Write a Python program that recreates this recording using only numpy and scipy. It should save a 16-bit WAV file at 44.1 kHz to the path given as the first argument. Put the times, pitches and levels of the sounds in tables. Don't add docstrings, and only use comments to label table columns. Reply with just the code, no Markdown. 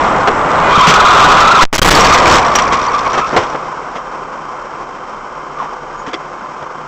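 import sys
import numpy as np
from scipy import signal
from scipy.fft import rfft, irfft
from scipy.io import wavfile

SR = 44100
rng = np.random.default_rng(int(sys.argv[2]) if len(sys.argv) > 2 else 0)


def wav_out(sig):
    wavfile.write(sys.argv[1], SR, np.round(np.clip(np.atleast_2d(sig).T, -1, 1) * 32767).astype(np.int16))


N = 302967
T = np.arange(N) / SR
FREQS = np.maximum(np.fft.rfftfreq(N, 1 / SR), 1)
BAND_HZ, CUTOFF_HZ = 8100, 15500

# start in seconds, length in seconds, level in dB, pitch in Hz.
SLIDES = [(0, 0.17, -23, 1096), (.67, 0.97, 0, 1190), (1.92, .35, -4, 1129), (2.35, 0.45, -15.5, 1083),
          (2.78, 0.19, -12.5, 1135), (2.98, 0.27, -16.5, 1148)]
# pitch as a multiple of the slide's pitch, level in dB.
TYRES = [(.87, -4), (.98, -6.5), (1.07, -2), (1.17, -5.5)]
# start and length in seconds, level in dB, seconds to fade by 60 dB.
CRUMPLES = [(1.619, 0.03, 5, 0.052), (1.728, .028, 12, 0.061), (1.78, 0.015, 12, 0.032),
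            (1.817, 0.016, 19, 0.032), (1.846, 0.047, 14.5, .02), (1.905, 0.059, 7.5, 0.89),
            (2.255, 0.12, 0, 0.09)]
# frequency in Hz, level in dB.
CRUNCH_COLOUR = [(40, 6.5), (200, 0.5), (500, 4), (1100, 6.5), (1700, 1.5), (2700, -6), (4300, -15),
                 (5700, -13), (8000, -23.5)]
# time in seconds, level in dB.
ROAD_LEVEL = [(0, -9), (.35, -12), (1.3, -0.5), (1.6, -7.5), (2.35, -4.5), (2.45, -12), (3.0, -23),
              (3.3, -29), (3.45, -23), (3.65, -36.5), (4.6, -35), (6.87, -52)]
# frequency in Hz, level in dB.
ROAD_COLOUR = [(20, -4.5), (40, -9), (100, -11.5), (165, -8.5), (250, -7.5), (400, -7.5), (540, -4.5),
               (800, -1.5), (1130, -0.5), (1450, -6.5), (1700, -13), (2150, -15.5), (4200, -40),
               (8000, -35.5)]
# diaphragm (0 or 1), multiple of its pitch, level in dB.
HORN_PARTIALS = [(0, 1, -5.5), (0, 2, -17), (0, 4, -6), (0, 5, -8.5), (1, 2, 2.5), (1, 3, -2.5),
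                 (1, 5, -6.5), (1, 6, -16), (1, 7, -19)]
# start and length in seconds, level in dB, treble lift in dB.
KNOCKS = [(0.273, 0.011, 2.5, -20), (0.869, 0.041, -4.5, 13), (.938, .003, -3.5, 14),
          (1.317, 0.0064, 3.5, -19), (1.404, 0.0027, -4, 10), (1.908, .008, 4.5, 16), (2.143, 0.0047, 4, 3),
          (2.39, .002, -8, 7), (2.448, 0.0023, -9, -3), (2.553, 0.0025, 1.5, 8), (2.586, .003, -1.5, 7),
          (2.722, 0.018, -10, 7), (3.066, 0.0053, -10.5, -22), (3.133, 0.024, -13.5, 1),
          (3.175, 0.02, -9.5, -0.5), (3.327, 0.027, -13.5, -8), (3.363, 0.012, 2, -1.5),
          (3.39, 0.057, -21.5, 3), (3.546, 0.0062, -11, -24), (3.954, 0.018, -20.5, -0.5),
          (5.586, 0.066, -28.5, 1.5), (6.063, 0.028, -26, 4), (6.131, 0.012, -17.5, 3),
          (6.625, .002, -21.5, -4)]
# frequency in Hz, level in dB.
KNOCK_COLOUR = [(30, -13), (70, -17), (120, -8.5), (230, -1), (400, 3.5), (700, 5), (1100, 5.5),
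                (1700, -0.5), (2400, -6.5), (3300, -10), (4400, -22.5), (5900, -19), (8000, -28.5)]
# start in seconds, level in dB, middle pitch in Hz.
THUMPS = [(0.778, -4, 165), (.875, 2.5, 177), (3.332, -10.5, 480), (3.364, -2.5, 429), (3.367, -12, 99),
          (3.958, -34, 201), (6.076, -24, 265), (6.141, -23, 334), (6.418, -30, 229)]
# frequency in Hz, level in dB.
RATTLE_COLOUR = [(300, -7), (1200, 7), (3000, 0.5), (8000, -17.5)]
# start in seconds, level in dB, pitch in Hz.
SHARDS = [(2.139, -2, 6100), (2.557, 7.5, 5810), (2.624, -15, 5830), (2.866, -19, 5916),
          (3.132, -18.5, 5920)]
# start in seconds, length in seconds, level in dB.
CREAKS = [(5.557, 0.093, -27.5), (5.6, .01, -14.5), (5.655, 0.031, -25)]
# start in seconds, level in dB.
LATCH_CLICKS = [(6.113, -31), (6.134, -21), (6.141, -14.5), (6.148, -19)]
# pitch in Hz, level in dB, seconds to fade by 60 dB.
LATCH_TONES = [(1580, -15, 0.034), (2064, 1.5, 0.037), (2400, -11, 0.022), (3230, -6, 0.03),
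               (3470, -7, 0.019), (4700, -8, 0.013)]
# time in seconds, firings per second.
ENGINE_SPEED = [(3.5, 36), (4.2, 34), (4.45, 31), (4.8, 30.3)]
# multiple of the firing rate, level in dB.
ENGINE_TONES = [(1, 0.5), (2, -25), (3, -25.5), (4, -15.5), (5, -3.5), (7, -9), (12, 0.5)]
# time in seconds, level in dB.
FAN_LEVEL = [(0, -20), (3.5, -20.5), (4.2, -25), (5.2, -26), (6.87, -26)]
# frequency in Hz, level in dB.
FAN_COLOUR = [(26, -35.5), (45, -16), (117, -27), (145, -11.5), (176, -21), (205, -13), (411, -8),
              (499, -8.5), (676, -7), (1020, -2.5), (1480, -7), (1870, -20.5), (2180, -19), (4090, -35.5),
              (8000, -38)]
# pitch in Hz, level in dB.
WHINE_TONES = [(3098, -59), (3128, -56.5), (6654, -63.5), (7757, -79)]
# frequency in Hz, width in Hz, full lift in dB.
CABIN = [(148, 38, 5.5), (506.4, 35, 7), (1034, 54, 4.5), (1188, 69, 4.5), (1750, 390, -0.5),
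         (2070, 52, 4.5), (3130, 83, 4), (5500, 1350, 9)]


def tyres(wander=.026, rough=.05, flutter_db=5.5, rasp_db=-0.5, bite_flat=.13, bite_s=.13, brake_hz=3190):
    pitch, level, screech = np.full(N, float(SLIDES[0][3])), 0, 0
    for start, length, db, hz in SLIDES:
        level = level + from_db(db) * envelope(start, length, rise=.07, t60=0.58) ** 2
        age = T[T >= start] - start
        pitch[T >= start] = hz * (1 - bite_flat * from_db(db) * np.exp(-age / bite_s))
    apart = np.interp(level, [0, 1], [.45, 1])
    for ratio, db in TYRES:
        phase = phase_of(pitch * ratio ** apart * (1 + wander * drift(14) + rough * drift(265.9)))
        slip = np.sin(phase) + from_db(-15) * np.sin(2 * phase)
        screech = screech + slip * from_db(db + flutter_db * drift(32) + rasp_db * drift(170))
    brake = np.sin(phase_of(brake_hz * (1 + 0.0055 * drift(55)))) * from_db(-16 + 3.9 * drift(11))
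    brake *= np.interp(T, [1.0, 1.3], [1, 0])
    stutter_db = np.interp(T, [2.2, 2.5], [0, 2.0]) * drift(28)
    return (rms_one(screech) + brake) * level * from_db(stutter_db)


def crunch(clump_db=3.0, lurch_db=1.0):
    snaps = grains(per_s=3000, spread_db=3.0) * from_db(clump_db * drift(100) + lurch_db * drift(26))
    return coloured(snaps, CRUNCH_COLOUR, resonant=0.31) * wreckage()


def wreckage(rise_s=0.00055, debris_at_s=1.83, settle_at_s=3.41, debris_db=-10.5, fall_db_per_s=10):
    crumples = sum(from_db(db) * envelope(start, length, rise_s, t60)
                   for start, length, db, t60 in CRUMPLES)
    debris = envelope(debris_at_s, settle_at_s - debris_at_s, rise_s, t60=0.81)
    debris *= from_db(debris_db - fall_db_per_s * (T - debris_at_s))
    return np.hypot(crumples, debris)


def pressure_wave():
    return 3.78 * envelope(start=1.62, length=0.24, rise=0.026, t60=0.53)


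def shudder(level_db=-21, hz=48):
    band = signal.butter(2, [hz / 2, hz * 1.66], "band", fs=SR, output="sos")
    shake = rms_one(signal.sosfilt(band, rng.standard_normal(N)))
    return shake * from_db(level_db) * envelope(start=1.65, length=0.26, rise=.15, t60=2.3)


def road():
    roar = coloured(rng.standard_normal(N), ROAD_COLOUR, resonant=0.28)
    return roar * from_db(in_time(ROAD_LEVEL) + 1.2 * drift(5.7))


def horn(low_hz=402.8, high_hz=489.0, level_db=-13.5):
    phases = [phase_of(hz * (1 + 0.00134 * drift(8.2))) for hz in (low_hz, high_hz)]
    buzz = sum(from_db(db + 2.0 * drift(8.4)) * np.sin(round(multiple) * phases[round(disc)])
               for disc, multiple, db in HORN_PARTIALS)
    return buzz * from_db(level_db) * envelope(start=0.611, length=1.03, rise=.06, t60=.08)


def knocks(split_hz=2200, rise_s=0.00075, t60=0.066):
    chatter = coloured(rng.standard_normal(N), KNOCK_COLOUR, resonant=0.6)
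    dull = irfft(rfft(chatter) / (1 + (FREQS / split_hz) ** 4), N)
    treble = chatter - dull
    return sum(from_db(db) * envelope(start, length, rise_s, t60) * (dull + from_db(lift_db) * treble)
               for start, length, db, lift_db in KNOCKS)


def thumps(spread=0.196, t60=0.14):
    return sum(from_db(db) * ping(start, hz * (1 + spread * k), t60) * rng.choice([-1, 1]) / (1 + abs(k))
               for start, db, hz in THUMPS for k in (-1, 0, 1))


def rattle(debris_db=-10, trim_db=-23):
    tick = rng.standard_normal(SR // 20) * envelope(0, 0, rise=1 / SR, t60=0.017)[:SR // 20]
    cracks = coloured(signal.oaconvolve(grains(per_s=70, spread_db=1.8), tick)[:N], RATTLE_COLOUR)
    debris = from_db(debris_db) * np.minimum(wreckage(), .5)
    trim = from_db(trim_db + in_time(ROAD_LEVEL))
    return cracks * (debris + trim)


def glass(t60=0.031, shower_db=-15):
    large = sum(from_db(db) * ping(start, hz, t60) for start, db, hz in SHARDS)
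    small = sum(signal.oaconvolve(grains(per_s=18, spread_db=4.5), ping(0, hz, t60)[:SR // 10])[:N]
                for hz in (1940, 2304, 3210, 4560, 5300, 5650, 5700))
    return large + rms_one(small) * wreckage() * from_db(shower_db)


def door_creak(hz=1206, dip_hz=376, dip_at_s=5.638, dip_s=.026, rough=.035, rasp_db=-7):
    pitch = hz - dip_hz * np.exp(-((T - dip_at_s) / dip_s) ** 2)
    phase = phase_of(pitch * (1 + rough * drift(200)))
    rasp = from_db(rasp_db) * drift(260) * np.cos(phase)
    effort = sum(from_db(db) * envelope(start, length, rise=0.0022, t60=0.12)
                 for start, length, db in CREAKS)
    return (np.sin(phase) + rasp) * effort * from_db(1.8 * drift(90))


def door_latch():
    return sum(from_db(db + tone_db + rng.normal(0, 2.7)) * ping(start, hz, t60) * (-1) ** k
               for start, db in LATCH_CLICKS for k, (hz, tone_db, t60) in enumerate(LATCH_TONES))


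def squeak(at_s=6.0, width_s=0.024, hz=6720, level_db=-42):
    phase = phase_of(hz * (1 + 0.00576 * drift(145)))
    return from_db(level_db) * np.exp(-((T - at_s) / width_s) ** 2) * np.sin(phase)


def engine(level_db=-49, sway_db=4, ajar_db=-6):
    phase = phase_of(in_time(ENGINE_SPEED) * (1 + 0.014 * drift(11)))
    ajar = envelope(start=5.97, length=.7, rise=.12, t60=.12)
    throb = 0
    for multiple, db in ENGINE_TONES:
        gain = from_db(db + sway_db * drift(7) + ajar_db * ajar / multiple)
        throb = throb + gain * np.sin(round(multiple) * phase + rng.uniform(0, 2 * np.pi))
    return np.sqrt(2) * throb * from_db(level_db)


def fan():
    return coloured(rng.standard_normal(N), FAN_COLOUR) * from_db(in_time(FAN_LEVEL) + 1.2 * drift(58))


def whine():
    return sum(np.sqrt(2) * from_db(db) * np.sin(phase_of(hz + 6.0 * drift(30)))
               for hz, db in WHINE_TONES)


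def envelope(start, length, rise, t60):
    age = T - start
    return np.clip(age / rise, 0, 1) * np.exp(-np.log(1000) * np.clip((age - length) / t60, 0, 10))


def ping(start, hz, t60):
    out, span = np.zeros(N), slice(int(start * SR), int((start + 2 * t60) * SR))
    age = T[span] - T[span][0]
    out[span] = np.exp(-np.log(1000) * age / t60) * np.sin(2 * np.pi * hz * age)
    return out


def grains(per_s, spread_db):
    sizes = from_db(spread_db * np.minimum(rng.exponential(1, N), 4)) * rng.choice([-1, 1], N)
    return rms_one(sizes * (rng.random(N) < per_s / SR))


def coloured(x, colour, resonant=1):
    hz, db = np.transpose(colour)
    shape_db = np.interp(np.log(FREQS), np.log(hz), db)
    shape_db -= 20 * np.log10(1 + (16 / FREQS) ** 4)
    for centre, width, lift in CABIN:
        shape_db += resonant * lift / (1 + (2 * (FREQS - centre) / width) ** 2)
    return rms_one(low_pass(irfft(rfft(x) * from_db(shape_db), N), BAND_HZ))


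def low_pass(x, hz):
    return signal.sosfilt(signal.ellip(10, .2, 80, hz, fs=SR, output="sos"), x)


def drift(hz):
    return rms_one(irfft(rfft(rng.standard_normal(N)) / (1 + (FREQS / hz) ** 2), N))


def phase_of(hz):
    return 2 * np.pi * np.cumsum(hz) / SR


def in_time(rows):
    times, values = np.transpose(rows)
    return np.interp(T, times, values)


def from_db(db):
    return 10 ** (np.asarray(db) / 20)


def rms_one(x):
    return x / np.sqrt(np.mean(x ** 2) + 1e-20)


def scene():
    driving = road() + tyres() + horn() + engine() + fan() + whine()
    crash = crunch() + shudder() + pressure_wave()
    struck = knocks() + rattle() + glass() + thumps() + door_creak() + door_latch() + squeak()
    return (driving + crash + low_pass(struck, BAND_HZ))[None]


def record(dry, ceiling=0.71, knee=2.26, sag_hz=2.1, leak_db=-13.0, top_leak_db=-8):
    pinned = dry / (1 + np.abs(dry / ceiling) ** knee) ** (1 / knee)
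    sag = signal.butter(1, sag_hz, "high", fs=SR, output="sos")
    sagged = signal.sosfilt(sag, signal.sosfilt(sag, pinned))
    passed = np.interp(FREQS, [BAND_HZ - 300, BAND_HZ + 400, CUTOFF_HZ],
                       from_db([0, leak_db, top_leak_db]))
    narrowed = irfft(rfft(sagged) * passed, N)
    return low_pass(np.clip(narrowed, -1, 1), CUTOFF_HZ)


dry = scene()
out = record(dry)
wav_out(out)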